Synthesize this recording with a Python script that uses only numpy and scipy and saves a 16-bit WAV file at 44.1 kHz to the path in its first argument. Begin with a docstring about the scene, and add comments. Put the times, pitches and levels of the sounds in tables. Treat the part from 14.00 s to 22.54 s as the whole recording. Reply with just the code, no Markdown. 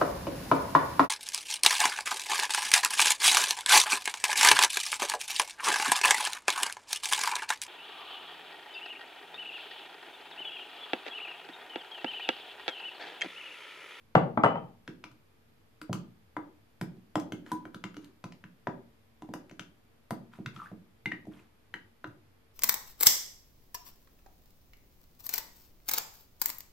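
"""A spatula stirs thick batter in a glass bowl, just after a dish is set down on a kitchen counter.
Each knock layers a crack of bright noise, a short damped ring of modes and a thud of the counter.
The batter crackles as films tear, each a tiny ring, and smacks as air pockets pop in rising tones.
A small hard room adds a tail of decaying noise bands, over filtered hiss and a wavering hum."""
import sys
import numpy as np
from scipy import signal
from scipy.io import wavfile

SR = 44100
rng = np.random.default_rng(int(sys.argv[2]) if len(sys.argv) > 2 else 0)


def persist_wave(psi):
    """Save psi, clipped to +-1, as 16-bit WAV."""
    counts = np.round(np.clip(psi, -1, 1) * 32767).astype(np.int16)
    wavfile.write(sys.argv[1], SR, np.atleast_2d(counts).T)


N = 376613   # length [samples]

SCATTER_DB = 2.8   # each blow meets each mode differently
ONSET_CYCLES = 0.4   # a yielding contact lets each mode swell over part of a cycle
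DETUNE = 0.015   # spread of the modes' pitch from blow to blow [share of pitch]
CONTACT_S = 0.003   # a contact rolls on: modes start anywhere within this time


def from_db(db):
    """Gain of a level in dB."""
    return 10 ** (np.asarray(db) / 20)


def rms_one(x):
    """Scaled to rms 1."""
    return x / np.sqrt(np.mean(x ** 2) + 1e-30)


def at_hz(points, hz):
    """Reads a (frequency [Hz], value) table on a log frequency axis."""
    table_hz, values = np.array(points).T
    return np.interp(np.log(hz), np.log(table_hz), values)


def pan_gains(pan_db):
    """Left and right gains that differ by pan_db; positive leans left."""
    return from_db(np.array([[0.5], [-0.5]]) * pan_db)


def clicks(s, db, pan_db):
    """Stereo click train that excites the resonators."""
    out = np.full((2, N), 1e-18)
    out[:, np.round(s * SR).astype(int)] = from_db(db) * pan_gains(pan_db)
    return out


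def ring(train, hz, t60):
    """Two-pole resonator: a unit click sets a sine of height 1 ringing, 60 dB down after t60."""
    radius = from_db(-60 / (t60 * SR))
    angle = 2 * np.pi * hz / SR
    return signal.lfilter([0, np.sin(angle)], [1, -2 * radius * np.cos(angle), radius ** 2], train)


def single_rings(table, pan_db):
    """Free modes, each set off once by a click: (time [s], level [dB], pitch [Hz], t60 [s])."""
    return sum(ring(clicks(np.array([s]), db, pan_db), hz, t60) for s, db, hz, t60 in table)


def soft(x, hz):
    """A yielding contact passes only the lows."""
    return signal.sosfilt(signal.butter(2, hz, fs=SR, output="sos"), x)


def later(x, left, right):
    """Delays each channel by its own number of samples."""
    return np.array([np.roll(x[0], left), np.roll(x[1], right)])


def stereo_bands(size, likeness):
    """Yields centre Hz and a half-octave band of stereo noise, flat per Hz."""
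    white = rng.standard_normal((2, 2, size))
    edges = 20 * 2 ** np.arange(0, 10, 0.5)
    for k, (low, high) in enumerate(zip(edges, edges[1:])):
        centre = np.sqrt(low * high)
        band = signal.butter(2, [low, high], "band", fs=SR, output="sos")
        mid, side = signal.sosfilt(band, white[k % 2])
        alike = np.clip(at_hz(likeness, centre), 0, 1)
        yield centre, np.sqrt(1 + alike) * mid + np.sqrt(1 - alike) * side * [[1], [-1]]


def air():
    """Room rumble and hiss as shaped noise; appliance tones as resonators fed by noise, so they waver."""
    # noise spectrum: (frequency [Hz], relative level [dB per Hz])
    air_spectrum = [(20, -27), (40, 1.5), (70, -7), (105, 5), (160, -10.5), (250, -5.5), (500, -11),
                    (1000, -14.5), (2400, -18.5), (4000, -23.5), (8500, -32.5), (11000, -40),
                    (13500, -14.5), (15000, -33)]
    # (frequency [Hz], left-right likeness [0-1])
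    air_likeness = [(28, .6), (60, 1), (240, 0.09), (950, 0.018), (3770, 0), (15000, 0)]
    # appliance tones: (frequency [Hz], level [dB rms], steadiness as t60 [s])
    hum_tones = [(99, -75.5, 0.13), (230, -75.5, 0.28), (450, -81, 1)]
    bands = stereo_bands(N, air_likeness)
    hiss = rms_one(sum(from_db(at_hz(air_spectrum, hz)) * band for hz, band in bands))
    hum = 0
    for hz, db, steady_s in hum_tones:
        hum = hum + from_db(db) * rms_one(ring(rng.standard_normal(N), hz, steady_s))
    return from_db(-66) * hiss + hum


def damped(modes, t60):
    """Gives every mode a decay: t60 up to 800 Hz, shorter above."""
    return [(hz, db, t60 * min(1, 800 / hz) ** 1.1) for hz, db in modes]


def struck(modes, s, db, centre_hz, pan_db, reach, count=2, detune=0, contact_s=0):
    """Blows favour modes near their centre: about reach dB are lost an octave away, most close by."""
    hz, level_db, t60 = np.transpose(modes)
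    octaves = np.abs(np.log2(hz / np.reshape(centre_hz, (-1, 1))))
    share = level_db - reach * np.sqrt(octaves + 0.013)
    share = share + SCATTER_DB * rng.standard_normal((len(s), len(hz)))
    # the modes of a blow share its energy
    share = share - 10 * np.log10(np.sum(from_db(share) ** 2, axis=1, keepdims=True))
    pitch = hz * (1 + detune * rng.standard_normal(share.shape))
    start = contact_s * rng.random(share.shape)
    # runs of count neighbouring modes share a sign, the next run is opposed; long runs sharpen the onset
    sign = (-1) ** (np.arange(len(hz)) // count)
    t = np.arange(round(1.3 * t60.max() * SR)) / SR
    out = np.zeros((2, N))
    for i, pan in enumerate(np.broadcast_to(pan_db, len(s))):
        age = np.maximum(t[:, None] - start[i], 0)
        swell = np.minimum(age * hz / ONSET_CYCLES, 1)
        tones = np.sin(2 * np.pi * pitch[i] * age) * from_db(-60 * age / t60) * swell
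        blow = tones @ (sign * from_db(db[i] + share[i]))
        first = round(s[i] * SR)
        out[:, first:first + len(t)] += pan_gains(pan) * blow
    return out


def crack(s, db, pan_db, low_hz, t60):
    """Contact roughness: a short decaying burst of bright noise, partly alike left and right."""
    envelope = signal.lfilter([1], [1, -from_db(-60 / (t60 * SR))], clicks(s, db, pan_db))
    noise = rng.standard_normal(N) + 0.48 * rng.standard_normal((2, N))
    return signal.sosfilt(signal.butter(2, low_hz, "high", fs=SR, output="sos"), envelope * noise)


def thud(s, db, centre_hz, pan_db, reach, soft_hz):
    """The counter's low modes answer a push, and once more as the lows return from the far wall."""
    # counter and cupboard under it: (frequency [Hz], level [dB])
    counter_modes = [(100, -6), (125, 4.5), (156, -2.5), (180, 4), (205, -4.5), (228, 0), (264, -5),
                     (305, 1.5), (340, -3), (376, -2), (422, -8), (480, -3.5)]
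    echo_s, echo_db = 0.02423, -18.5
    modes = damped(counter_modes, t60=0.12)
    push = struck(modes, s, db, centre_hz, pan_db, reach, count=1, detune=DETUNE)
    echo = from_db(echo_db) * np.roll(push, round(echo_s * SR), axis=1)
    return soft(push + echo, soft_hz)


def dish():
    """The dish lands, rocks and settles; the sharper the contact, the stronger the high tones after it."""
    # contacts: (time [s], ring level [dB], ring centre [Hz], focus [dB lost an octave away],
    # thud level [dB], thud centre [Hz], grit level [dB])
    contacts = [(0.151, -3, 895, 4, -9, 156, -28.5), (0.373, -12.5, 787, 13.5, -17.5, 230, -59.5),
                (0.4355, -4.5, 950, 11, -16, 170, -29.5), (0.444, -6, 1000, 4, -18, 156, -40.5),
                (0.46, -11, 700, 3.5, -32, 156, -48), (0.555, -19.5, 1100, 9, -26, 156, -59)]
    # dish and counter top: (frequency [Hz], level [dB])
    dish_modes = [(470, -2), (522, -9), (585, -18), (646, -1.5), (697, -17), (735, -15), (795, -4),
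                  (856, -7.5), (920, -4.5), (984, -4), (1088, -2.5), (1160, -4), (1237, -1), (1362, -5),
                  (1492, -3.5), (1757, -6.5), (2013, -1.5), (2400, -4), (2850, 0.5), (3350, -6.5),
                  (3900, -10), (4500, -12)]
    # high tones after each contact: (frequency [Hz], level [dB], t60 [s])
    high_modes = [(5490, -11.5, 0.076), (6260, -6, 0.098), (7650, -3, 0.12), (8600, -8.5, .1),
                  (11000, -5, .08), (12100, -6, 0.087)]
    # a dish touched on the way rings: (time [s], level [dB], pitch [Hz], t60 [s])
    neighbour_rings = [(.453, -38, 2993, .2), (.572, -54, 3100, .15)]
    s, db, hz, focus, thud_db, thud_hz, grit_db = np.transpose(contacts)
    reach = np.clip(focus, 0, 60)[:, None]
    body = struck(damped(dish_modes, t60=0.04), s, db, hz, 2.88, reach,
                  count=3, detune=DETUNE, contact_s=CONTACT_S)
    high_tones = struck(high_modes, s, grit_db - 25, hz, 2.55, reach=0)
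    neighbour = single_rings(neighbour_rings, pan_db=9.13)
    grit = soft(crack(s, grit_db, 2.0, low_hz=1500, t60=0.028), hz=3241)
    low = thud(s, thud_db, thud_hz, 0.3, reach=16.0, soft_hz=710.0)
    return later(soft(body, hz=1900) + low + high_tones + neighbour + grit, 0, 8)


def knocks():
    """Each touch of the spatula wakes glass, wall and rim modes, the counter and a bright crack."""
    # touches: (time [s], ring level [dB], ring centre [Hz], focus [dB lost an octave away; below 0 as 0],
    # thud level [dB], thud centre [Hz], edge level [dB], rim trim over edge [dB], left minus right [dB])
    touches = [(0.877, -32, 1670, 16, -33, 236, -61, 14, 3), (1.039, -35, 1300, 23, -45, 290, -63, 19.5, 4),
               (1.114, -53, 1350, 35, -49.5, 132, -69, 8, 5), (1.815, -35, 1350, 22, -39.5, 280, -51, 8, 3),
               (1.895, -31.5, 640, 32, -21.5, 180, -81, 14, 1),
               (1.929, -25.5, 1150, 17, -23.5, 171, -43, 13, 2),
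               (2.366, -24, 1240, 17.5, -30.5, 305, -61, 6.5, 4),
               (2.812, -28, 1660, 10, -23, 189, -44, 4, 1.5), (2.968, -61, 740, 31, -43, 191, -80, 11, -6),
               (3.155, -17.5, 890, 13.5, -20.5, 275.5, -47.5, 14, 4),
               (3.198, -44, 1000, -2, -51, 295, -50.5, 10.5, 0),
               (3.321, -31.5, 1630, 7, -27, 231, -52.5, 11.5, 2.5),
               (3.463, -41, 1600, 15, -43.5, 375, -65.5, 9, 3),
               (3.517, -28.5, 1000, 22, -26, 244, -42, 2.5, 1.5),
               (3.653, -35, 1520, 8.5, -37.5, 327, -67, 8.5, 3),
               (3.745, -35, 1310, 23, -34.5, 244, -58, 11, 3.5),
               (3.839, -29.5, 1310, 26, -30, 193, -57, 18, 4.5),
               (3.943, -46, 1380, 46, -49, 180, -67, 12, 2),
               (3.967, -40.5, 1280, 14, -34.5, 298, -63, 16, 4),
               (4.044, -78, 1970, 7, -56, 200, -60.5, 9, 6), (4.24, -33, 1080, 7, -31, 180, -60, 19, 2),
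               (4.322, -49, 1080, -8, -73, 220, -81, 32, 2), (4.439, -39, 1530, 25, -39, 158, -76, 18.5, 2),
               (4.67, -20, 1020, 5.5, -25.5, 214, -66.5, 18, 3.5),
               (5.221, -39, 850, 17, -36.5, 274, -64, 10.5, 1),
               (5.289, -42, 760, 25, -32.5, 260, -80, 15.5, 1),
               (5.337, -29, 1000, 2, -34.5, 306, -48.5, 8.5, 2),
               (5.495, -49.5, 1740, 13, -56, 330, -68, 11, 0.4),
               (5.511, -45, 965, -3, -40.5, 244, -78, 25.5, 4.5),
               (5.594, -31.5, 1540, 22, -38, 174, -56, 16.5, 4.5),
               (6.107, -23.5, 825, 7.5, -24.5, 206, -44, 4.5, 3),
               (6.335, -45.5, 1340, 27, -53, 146, -78, 13, 4), (6.387, -44, 690, 23, -30, 212, -86, 13, 1),
               (6.46, -27.5, 1620, 24, -29, 125, -56.5, 15.5, 2),
               (6.562, -45.5, 2030, 13, -39.5, 200, -75.5, 17, 11),
               (6.715, -43, 676, 19, -32.5, 204, -81, 15, 0),
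               (7.058, -21.5, 1990, 24, -28.5, 224, -55, 12, 2),
               (7.119, -22.5, 2100, 24, -35, 277, -64.5, 12.5, 3.5),
               (7.253, -53, 795, 24, -60, 400, -74.5, 11, 1), (7.27, -43, 665, 45, -33, 204, -67, -2, 3),
               (7.74, -21, 1870, 30.5, -42.5, 274, -59, 10.5, 3),
               (8.042, -27.5, 1460, 14, -37.5, 350, -71, 17, 3),
               (8.072, -59, 1180, 29, -38.5, 125, -69, 7, 8)]
    # glass damped by batter and hand: (frequency [Hz], t60 [s])
    bowl_modes = [(575, .03), (645, .03), (740, .025), (834, .02), (1000, .05), (1180, .018), (1380, .015),
                  (1500, .02), (1660, .016), (1850, .013), (2030, .015), (2250, .012), (2620, .007),
                  (2850, .007), (3150, .006), (3500, .005), (3950, .005), (4550, .005), (5300, .004),
                  (5850, .004), (6700, .004)]
    # glass left bare by the batter rings on: (time [s], level [dB], pitch [Hz], t60 [s])
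    free_rings = [(3.517, -36, 991, .3), (3.517, -33, 1500, .03), (7.058, -25, 2073, .05),
                  (7.117, -30, 1900, .04)]
    wall_hz, rim_hz = 2200, 3400   # modes above belong to the upper wall, then to the rim
    wall_db, wall_db_per_octave = -7, 12   # touches with a higher ring centre wake the wall more
    wall_follows_ring = 0.45   # share of the ring's lead over the edge that the wall takes on
    bright_detune = 0.07   # batter and hand shift wall and rim modes more [share of pitch]
    s, db, hz, focus, thud_db, thud_hz, edge_db, rim_db, pan_db = np.transpose(touches)
    modes = np.insert(np.array(bowl_modes), 1, 0, axis=1)   # all equally strong
    part = np.digitize(modes[:, 0], [wall_hz, rim_hz])
    reach = np.clip(focus, 0, 60)[:, None]
    glass = struck(modes[part == 0], s, db, hz, pan_db, reach, detune=DETUNE)
    height_db = wall_db + wall_db_per_octave * np.log2(hz / 1000)
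    wall_level = edge_db + rim_db + height_db + wall_follows_ring * (db - edge_db)
    wall = struck(modes[part == 1], s, wall_level, hz, pan_db, reach=0,
                  detune=bright_detune, contact_s=CONTACT_S)
    rim = struck(modes[part == 2], s, edge_db + rim_db + 5.5, hz, pan_db, reach=0,
                 detune=bright_detune, contact_s=CONTACT_S)
    low = thud(s, thud_db, thud_hz, -1.3, reach=13.5, soft_hz=640.0)
    # the bright edge leans further left than the ring
    snap = crack(s, edge_db, pan_db + 5.5, low_hz=2460, t60=0.029)
    free = single_rings(free_rings, pan_db=1.9)
    return later(soft(glass, hz=3500) + free + wall + low, 2, 0) + later(rim + snap, 1, 0)


def crackle():
    """Tiny films tear at random behind the blade, each ringing a few cycles; bursts swell, hold and fade."""
    # bursts: (start [s], length [s], level [dB])
    bursts = [(3.45, 0.055, -60), (4.006, 0.016, -63), (6.312, 0.048, -63.5), (6.527, 0.13, -61.5),
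              (7.3, 0.098, -65)]
    # (frequency [Hz], grain level [dB])
    grain_colour = [(800, -7.5), (1500, -3), (2500, -4.5), (5000, -10), (9000, -11), (14000, -6)]
    attack_s, release_s = 0.023, 0.039
    grain_cycles, grains_per_s = 14, 6000   # cycles until a grain is 60 dB down; mean rate
    t, level = np.arange(N) / SR, np.zeros(N)
    for s, length, db in bursts:
        swell = np.clip((t - s) / attack_s, 0, 1)
        fade = np.exp(-np.maximum(t - s - length, 0) / release_s)
        level += from_db(db) * swell * fade
    sizes = from_db(3.5 * np.minimum(rng.exponential(1, N), 4)) * rng.choice([-1, 1], N)
    born = rng.random(N) < grains_per_s / SR
    dealt = rng.integers(0, 20, N)   # which of the 20 pitches each grain takes
    grains = 0
    for k, hz in enumerate(np.geomspace(900, 13000, num=20)):
        train = sizes * born * (dealt == k) + 1e-18
        grains = grains + from_db(at_hz(grain_colour, hz)) * ring(train, hz, grain_cycles / hz)
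    return level * rms_one(grains)


def pops():
    """Air pockets popping in the batter: each rings some cycles at its own, rising pitch."""
    # (time [s], level [dB], starting pitch [Hz])
    pockets = [(6.564, -33.5, 1300), (6.592, -35, 1290), (6.600, -28, 1276), (6.618, -29, 1156),
               (6.63, -38, 1240), (6.659, -34, 1500), (6.669, -36.5, 1670), (7.336, -45, 3280),
               (7.393, -44, 2460)]
    decay_cycles, attack_s = 25, 0.00095   # cycles of the starting pitch until 60 dB down
    rise_per_s = 4.2   # pitch rise [share of starting pitch per second]
    out, t = np.zeros(N), np.arange(SR // 10) / SR
    for s, db, hz in pockets:
        phase = 2 * np.pi * hz * t * (1 + rise_per_s / 2 * t)
        tone = np.sin(phase) * from_db(-60 * t * hz / decay_cycles)
        first = round(s * SR)
        out[first:first + len(t)] += from_db(db) * tone * (1 - np.exp(-t / attack_s))
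    return out


def kitchen(x):
    """Direct sound plus a diffuse tail that dies band by band; lows take longer to build."""
    # (frequency [Hz], t60 [s])
    room_t60 = [(100, 0.59), (500, 0.42), (1500, 0.29), (4000, 0.3), (10000, 0.18)]
    # (frequency [Hz], tail level [dB])
    room_level = [(100, -11.5), (300, -2.5), (700, -4.5), (1500, -7.5), (4000, -6), (10000, -3.5)]
    # (frequency [Hz], left-right likeness [0-1])
    room_likeness = [(100, 1), (300, 0.7), (600, 0.67), (1000, 0.013), (5000, .05)]
    t, tail = np.arange(SR // 2) / SR, 0
    for hz, band in stereo_bands(len(t), room_likeness):
        t60, build_s = at_hz(room_t60, hz), 0.001 + 1.0 / hz
        # the root evens out the energy of long and short decays
        dying = from_db(at_hz(room_level, hz) - 60 * t / t60) / np.sqrt(t60 * SR / 14)
        tail = tail + dying * (1 - np.exp(-(t / build_s) ** 2)) * band
    return x + signal.fftconvolve(x, tail, axes=1)[:, :N]


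def scene():
    """Everything on the counter sounds in the kitchen; little of the deepest bass radiates."""
    counter = dish() + knocks() + crackle() + pops()
    low_cut = signal.butter(3, 85, "high", fs=SR, output="sos")
    return kitchen(signal.sosfilt(low_cut, counter)) + air()


def record(dry):
    """The top is cut steeply, 50 dB down from 15.3 kHz, and a small steady offset is added."""
    top_cut = signal.cheby2(12, 50, 15300, fs=SR, output="sos")
    return signal.sosfilt(top_cut, dry) - 0.0004


dry = scene()
out = record(dry)
persist_wave(out)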